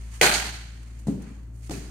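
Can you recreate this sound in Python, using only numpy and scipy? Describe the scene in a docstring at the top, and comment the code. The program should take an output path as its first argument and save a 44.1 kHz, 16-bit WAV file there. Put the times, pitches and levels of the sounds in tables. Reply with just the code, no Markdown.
"""A bat cracks a ball off a tee in an indoor batting cage, a few metres from a phone.
The bat's barrel rings briefly, the floor and walls throw the crack back and the hall echoes on.
The ball swishes into the net, then thuds on padding and turf, which makes the room boom.
The batter steps back, clothes rustle, shoes and netting tick; ventilation hums throughout."""
import sys
import numpy as np
from scipy import signal
from scipy.fft import rfft, irfft
from scipy.io import wavfile
from scipy.ndimage import uniform_filter1d

SR = 44100
rng = np.random.default_rng(int(sys.argv[2]) if len(sys.argv) > 2 else 0)


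def digitize_waveform(pressure):
    """Quantize a signal to 16-bit integers and store it at the path in sys.argv[1].

    Rows of a 2-D input are taken as channels; values are limited to [-1, 1].
    """
    field = np.atleast_2d(pressure).T
    bounded = np.clip(field, -1, 1)
    quanta = np.round(bounded * 32767).astype(np.int16)
    wavfile.write(sys.argv[1], SR, quanta)


N = 83790
T = np.arange(N) / SR
FREQ = np.maximum(np.fft.rfftfreq(2 * N, 1 / SR), 1)
HALL_BUILD_S = 0.0086  # time the room's echo takes to build up
ALIKE_HZ = 716  # below this both microphones hear much the same room sound

# The bright tone of the snap, early echoes and net. Each row: frequency in Hz, relative level in dB.
BRIGHT_TONE = [(300, -36.5), (2000, 5), (4500, 13), (7000, 15.5), (9000, 11.5), (15000, -37)]
# The tone of something scraping the turf. Each row: frequency in Hz, relative level in dB.
SCUFF_TONE = [(200, 14), (700, 9), (1200, -2), (2500, -6), (4500, -5), (8500, 0), (11000, -14),
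              (16000, -26)]
# The tone of rubbing cloth and shoes. Each row: frequency in Hz, relative level in dB.
RUSTLE_TONE = [(200, -8.5), (900, 0.5), (2200, 3.5), (4000, -4.5), (7000, 3), (9000, 2.5), (11000, -10.5),
               (16000, -23)]


def bat_hit(start_s=0.2131):
    """The bat meets the ball: a hard snap, a short crack and a ringing barrel, then the echoes."""
    # How barrel and ball ring. Each row: pitch in Hz, relative level in dB, fade time in seconds.
    bat_modes = [(494, -5.5, 0.019), (749, -11.5, 0.055), (2210, 1.5, 0.0087), (2545, -7, 0.015),
                 (2960, -15, .018), (4660, -11.5, 0.014), (5900, -17, .015), (7400, -18.5, 0.023)]
    # The tone of the crack. Each row: frequency in Hz, relative level in dB.
    crack_tone = [(200, -3), (1000, -39.5), (2200, -4.5), (5000, -9.5), (8500, -3), (11000, -17.5),
                  (16000, -23.5)]
    crack = undb(-9.5) * noise(crack_tone) * fade(0.011)
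    snap = noise(BRIGHT_TONE) * fade(0.0016)
    barrel = undb(-6) * ring(bat_modes)
    blow = cut(barrel + crack + snap, 362, "high")  # the thin barrel gives off little bass
    return delay(blow + echoes(blow) + crack_tail(), start_s)


def echoes(blow):
    """The floor throws the blow back at once; walls and ceiling return it later and smeared."""
    # The floor echo's delay in seconds: left microphone, then right.
    floor_lags = (.00205, .0025)
    # Wall and ceiling echoes. Each row: delay in seconds, level in dB, left over right in dB.
    wall_echoes = [(.0085, -16, 11.5), (.0135, -17.5, 7.5), (.019, -12, -5), (.027, -12, 2.5),
                   (.0435, -13, -4), (.058, -12, 4.5), (.0625, -10, 0), (.102, -15, -6),
                   (.1435, -17.5, -6.5), (.1855, -24.5, -13)]
    out = undb(-1.5) * np.array([delay(ear, lag) for ear, lag in zip(blow, floor_lags)])
    for lag, db, pan_db in wall_echoes:
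        scatter = rng.standard_normal((2, N)) * fade(0.012)
        scatter /= np.linalg.norm(scatter, axis=1, keepdims=True)
        smear = shape(blow, rfft(scatter, 2 * N))
        out += delay(blow + undb(-3) * smear, lag) * undb(db) * pan(pan_db)
    return out


def crack_tail(flutter_db=2.5):
    """Bright echoes off the cage frame and the duller hall fade unevenly; faint notes linger."""
    # The tone of the crack in the hall. Each row: frequency in Hz, relative level in dB.
    hall_tone = [(70, -12), (135, -2.5), (240, -3), (320, 0.5), (410, 0.5), (520, -8.5), (760, 3.5),
                 (1130, -6), (1450, 2), (1900, -2.5), (3500, -7), (4400, -5.5), (5300, -9.5), (8500, -7),
                 (11000, -15), (16000, -28)]
    # Notes ringing on in the cage. Each row: pitch in Hz, level in dB, fade time in seconds.
    cage_modes = [(415, -27.5, 0.43), (602, -26, 0.51), (734, -28, .45), (829, -29.5, 0.42),
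                  (1010, -35.5, 0.51), (1500, -22, 0.25), (2283, -37, 1), (3070, -35.5, 0.8)]
    early = undb(-15.5) * noise(BRIGHT_TONE) * swell(HALL_BUILD_S) * fade(0.22)
    flutter = undb(flutter_db * wander(250))
    late = undb(-13.5) * hall(hall_tone)
    return flutter * (early + late) + room_ring(cage_modes)


def net_swish(start_s=0.335):
    """The ball drags the netting with a bright swish that carries on in the hall."""
    swish = noise(BRIGHT_TONE) * swell(0.003) * fade(0.17)
    room = undb(-10.5) * hall(BRIGHT_TONE)
    return delay(undb(-18.5) * (swish + room), start_s)


def ball_thuds():
    """The ball lands on padding and turf: two dull blows with a slight scuff set the room booming."""
    # The blows. Each row: start in seconds, level in dB, pitch multiplier, scuff level in dB.
    blows = [(1.070, -20, 1.2, -40), (1.083, -11, 0.98, -68)]
    # The room's low notes. 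Each row: pitch in Hz, relative level in dB, fade time in seconds.
    boom_modes = [(155.3, -20.5, 0.34), (201.6, -9, 0.3), (269.4, -6, 0.25), (404, -23.5, 0.35)]
    # The tone of a thud in the hall. Each row: frequency in Hz, relative level in dB.
    tail_tone = [(70, -19), (160, -0.5), (260, -1), (340, -9.5), (450, -13), (750, -27.5), (1200, -40),
                 (4000, -57)]
    out = 0
    for start, db, pitch, scuff_db in blows:
        body = knock(pitch) + room_ring(boom_modes) + undb(-19) * hall(tail_tone)
        scuff = noise(SCUFF_TONE) * fade(0.19)
        scuff += undb(-7) * delay(hall(SCUFF_TONE), 0.003)
        out += delay(undb(scuff_db) * scuff - undb(db) * body, start)
    return out


def knock(pitch):
    """A soft blow makes a small body ring dully; pitch multiplies all its frequencies."""
    # The notes of a thud. Each row: pitch in Hz, relative level in dB, fade time in seconds.
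    thud_modes = [(180.8, -1, 0.086), (232, -17.5, 0.044), (408, -11, 0.026), (667, -21, 0.064)]
    dull = cut(ring(thud_modes, pitch), 695 * pitch, "low")  # soft contact dulls the treble
    return cut(dull, 115 * pitch, "high", order=1)  # a small body gives off little deep bass


def footstep():
    """A crisp heel lands, then the slower sole: each knocks, crunches the turf and stirs the room."""
    # Heel, then sole. Each row: start in seconds, level in dB, pitch multiplier,
    # crunch level in dB, relative room level in dB, crunch rise time in seconds.
    contacts = [(1.695, -25, 1.8, -34, -13, 0.0017), (1.7074, -23.5, 1.036, -31.5, -3.5, 0.0039)]
    # The tone of a step in the hall. Each row: frequency in Hz, relative level in dB.
    tail_tone = [(70, 11), (140, 20), (250, 18.5), (380, 18.5), (520, 2.5), (720, 4), (1000, -7),
                 (1400, -1), (2400, -3), (3300, -7.5), (4500, -4), (7000, -0.5), (9000, -2), (11000, -13),
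                 (16000, -20)]
    # Low room notes the sole sets off. Each row: pitch in Hz, level in dB, fade time in seconds.
    boom_modes = [(175.6, -37, 0.24), (270.4, -40, .5), (338, -37, .25), (419, -45, .33)]
    out = 0
    for start, db, pitch, crunch_db, room_db, rise in contacts:
        body = knock(pitch) + undb(room_db - 5.5) * hall(tail_tone)
        crunch = noise(SCUFF_TONE) * T / rise * np.exp(1 - T / rise)
        out += delay(undb(crunch_db) * crunch - undb(db) * body, start)
    sole_start = contacts[-1][0]
    return out + delay(room_ring(boom_modes), sole_start)


def clack(start_s=1.738):
    """One light clack rings just after the step."""
    # Its two notes. Each row: pitch in Hz, relative level in dB, fade time in seconds.
    clack_modes = [(2310, -6, 0.11), (2530, -2, 0.069)]
    return delay(undb(-42.5) * ring(clack_modes), start_s)


def ticks(rise_s=0.0014):
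    """Shoes and netting give faint, dry ticks, each a tiny burst of noise."""
    # Each row: start in seconds, level in dB, fade time in seconds, treble lift in dB per octave.
    bursts = [(.829, -46.5, 0.036, -1), (.99, -51.5, 0.12, 6), (1.219, -49, 0.077, 5),
              (1.43, -55, 0.029, 2)]
    out = 0
    for start, db, fade_s, tilt_db in bursts:
        tick = noise(RUSTLE_TONE, tilt_db) * swell(rise_s) * fade(fade_s)
        out += delay(undb(db) * tick, start)
    return out


def rustles(grain_db=2.0):
    """Cloth and shoes rub in grainy swells as the batter moves."""
    # Each row: peak time in seconds, level in dB, rise and fall in seconds, treble lift in dB per octave.
    moves = [(0.058, -54.5, 0.15, 0.1, -0.5), (0.144, -47, 0.032, 0.08, 0.5), (.92, -59.5, 0.46, 0.41, -1),
             (1.255, -54, 0.063, 0.15, -3.5), (1.57, -62, 0.032, 0.061, 5.5), (1.647, -53, 0.031, 0.071, 2),
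             (1.84, -54.5, 0.062, 0.2, -3.5)]
    out = 0
    for peak, db, rise, fall, tilt_db in moves:
        width = np.where(T < peak, rise, fall)
        motion = np.exp(-((T - peak) / width) ** 2)
        out += undb(db + grain_db * wander(200)) * motion * noise(RUSTLE_TONE, tilt_db)
    return out


def ventilation(wobble_db=2.66, drift_hz=0.6):
    """The ventilation gives a slightly wavering low hum over the rush of moving air."""
    # The notes of the hum. Each row: pitch in Hz, level in dB.
    hum_notes = [(57.5, -41.5), (114.1, -49)]
    # The tone of the moving air. Each row: frequency in Hz, relative level in dB.
    air_tone = [(25, -20), (45, -10), (70, -3), (130, -7), (240, -8.5), (340, -17.5), (500, -26),
                (800, -30), (2000, -37), (4000, -47), (8000, -39.5), (11000, -50.5), (16000, -52.5)]
    hum = 0
    for hz, db in hum_notes:
        level = undb(db + wobble_db * wander(6.75))
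        phase = 2 * np.pi * np.cumsum(hz + drift_hz * wander(5.7)) / SR
        hum += level * np.sqrt(2) * np.sin(phase)
    return hum + undb(-52.5) * noise(air_tone)


def hall(tone):
    """Countless echoes blur into a wash that builds up, then dies at its own rate in each band."""
    # How long the hall rings. Each row: frequency in Hz, fade time in seconds.
    fade_times = [(120, 1), (400, 0.61), (1000, 0.66), (2500, 0.81), (5000, 0.77), (9000, 0.67),
                  (13000, 0.6)]
    band_hz, band_s = np.array(fade_times).T
    wash = noise(tone)
    bands = [np.interp(np.log(FREQ), np.log(band_hz), row) for row in np.eye(len(band_hz))]
    tail = sum(shape(wash, band) * fade(fade_s) for band, fade_s in zip(bands, band_s))
    return tail * swell(HALL_BUILD_S)


def room_ring(modes, spread=0.79):
    """The room's own notes swell after a blow; high ones reach the two microphones out of step."""
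    out = 0
    for hz, db, fade_s in modes:
        phase = spread * rng.standard_normal((2, 1)) * hz / ALIKE_HZ
        out += undb(db) * fade(fade_s) * np.sin(2 * np.pi * hz * T + phase)
    return out * swell(HALL_BUILD_S)


def ring(modes, pitch=1):
    """A struck object sounds all its own notes (its modes) at once, and each fades away."""
    return sum(undb(db) * fade(fade_s) * np.sin(2 * np.pi * hz * pitch * T) for hz, db, fade_s in modes)


def noise(tone, tilt_db=0):
    """Stereo noise with the given tone and an average (rms) level of 1, alike in both ears in the bass."""
    common, side = rng.standard_normal((2, N))
    side = shape(side, FREQ / np.hypot(FREQ, ALIKE_HZ))
    gain = undb(tone_curve(tone) + tilt_db * np.log2(FREQ))
    both = shape(np.array([common + side, common - side]), gain)
    return both / np.sqrt(np.mean(both ** 2))


def wander(rate):
    """A smooth random wobble of size about 1 that takes a new value rate times a second."""
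    hold = int(SR / rate)
    stairs = np.repeat(rng.standard_normal(N // hold + 1), hold)
    return 0.93 * uniform_filter1d(uniform_filter1d(stairs, hold), hold)[:N]


def fade(fade_s):
    """Die away by 60 dB every fade_s seconds: this is the fade time in the tables."""
    return np.exp(-np.log(1000) * T / fade_s)


def swell(rise_s):
    """Rise smoothly from silence in about rise_s seconds."""
    return 1 - np.exp(-(T / rise_s) ** 2)


def delay(x, seconds):
    """Start a sound later."""
    gap = int(seconds * SR)
    return np.concatenate([np.zeros(x.shape[:-1] + (gap,)), x[..., :N - gap]], axis=-1)


def undb(db):
    """Turn decibels into a multiplier."""
    return 10 ** (np.asarray(db) / 20)


def pan(db):
    """Left and right multipliers that make the left db decibels louder."""
    return undb(np.array([[db], [-db]]) / 2)


def tone_curve(tone):
    """Join a tone table's points into a level in dB for every frequency."""
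    hz, db = np.array(tone).T
    return np.interp(np.log(FREQ), np.log(hz), db)


def shape(x, gain):
    """Turn each frequency up or down by its own multiplier."""
    return irfft(rfft(x, 2 * N) * gain)[..., :N]


def cut(x, hz, keep, order=2):
    """Keep the "high" or the "low" side of hz and weaken the other."""
    return signal.sosfilt(signal.butter(order, hz, keep, fs=SR, output="sos"), x)


def scene():
    """Everything heard in the cage, added together."""
    ball = bat_hit() + net_swish() + ball_thuds()
    return ball + footstep() + clack() + ticks() + rustles() + ventilation()


def record(dry):
    """The phone's microphone openings colour the sound; it rounds the highest peaks and cuts the top."""
    # Small resonances of the openings. Each row: frequency in Hz, width in Hz, boost in dB.
    ports = [(4350, 450, 5), (6490, 460, 2.5), (8030, 300, -1.5), (8830, 300, 2.5), (12200, 600, 3.5)]
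    # The shading of the left microphone. Each row: frequency in Hz, level change in dB.
    left_shade = [(100, 1.5), (2000, 1), (3200, 0.5), (5000, -10), (8200, -13), (10500, -1), (13000, 2.5),
                  (15900, -5)]
    peak_limit, top_hz = 0.76, 15800
    ports_db = sum(db * np.exp(-((FREQ - hz) / width) ** 2) for hz, width, db in ports)
    left_db = ports_db + tone_curve(left_shade)
    coloured = shape(dry, undb([left_db, ports_db]))
    rounded = coloured / (1 + (coloured / peak_limit) ** 4) ** .25
    return signal.sosfilt(signal.ellip(8, .2, 80, top_hz, fs=SR, output="sos"), rounded)


dry = scene()
out = record(dry)
digitize_waveform(out)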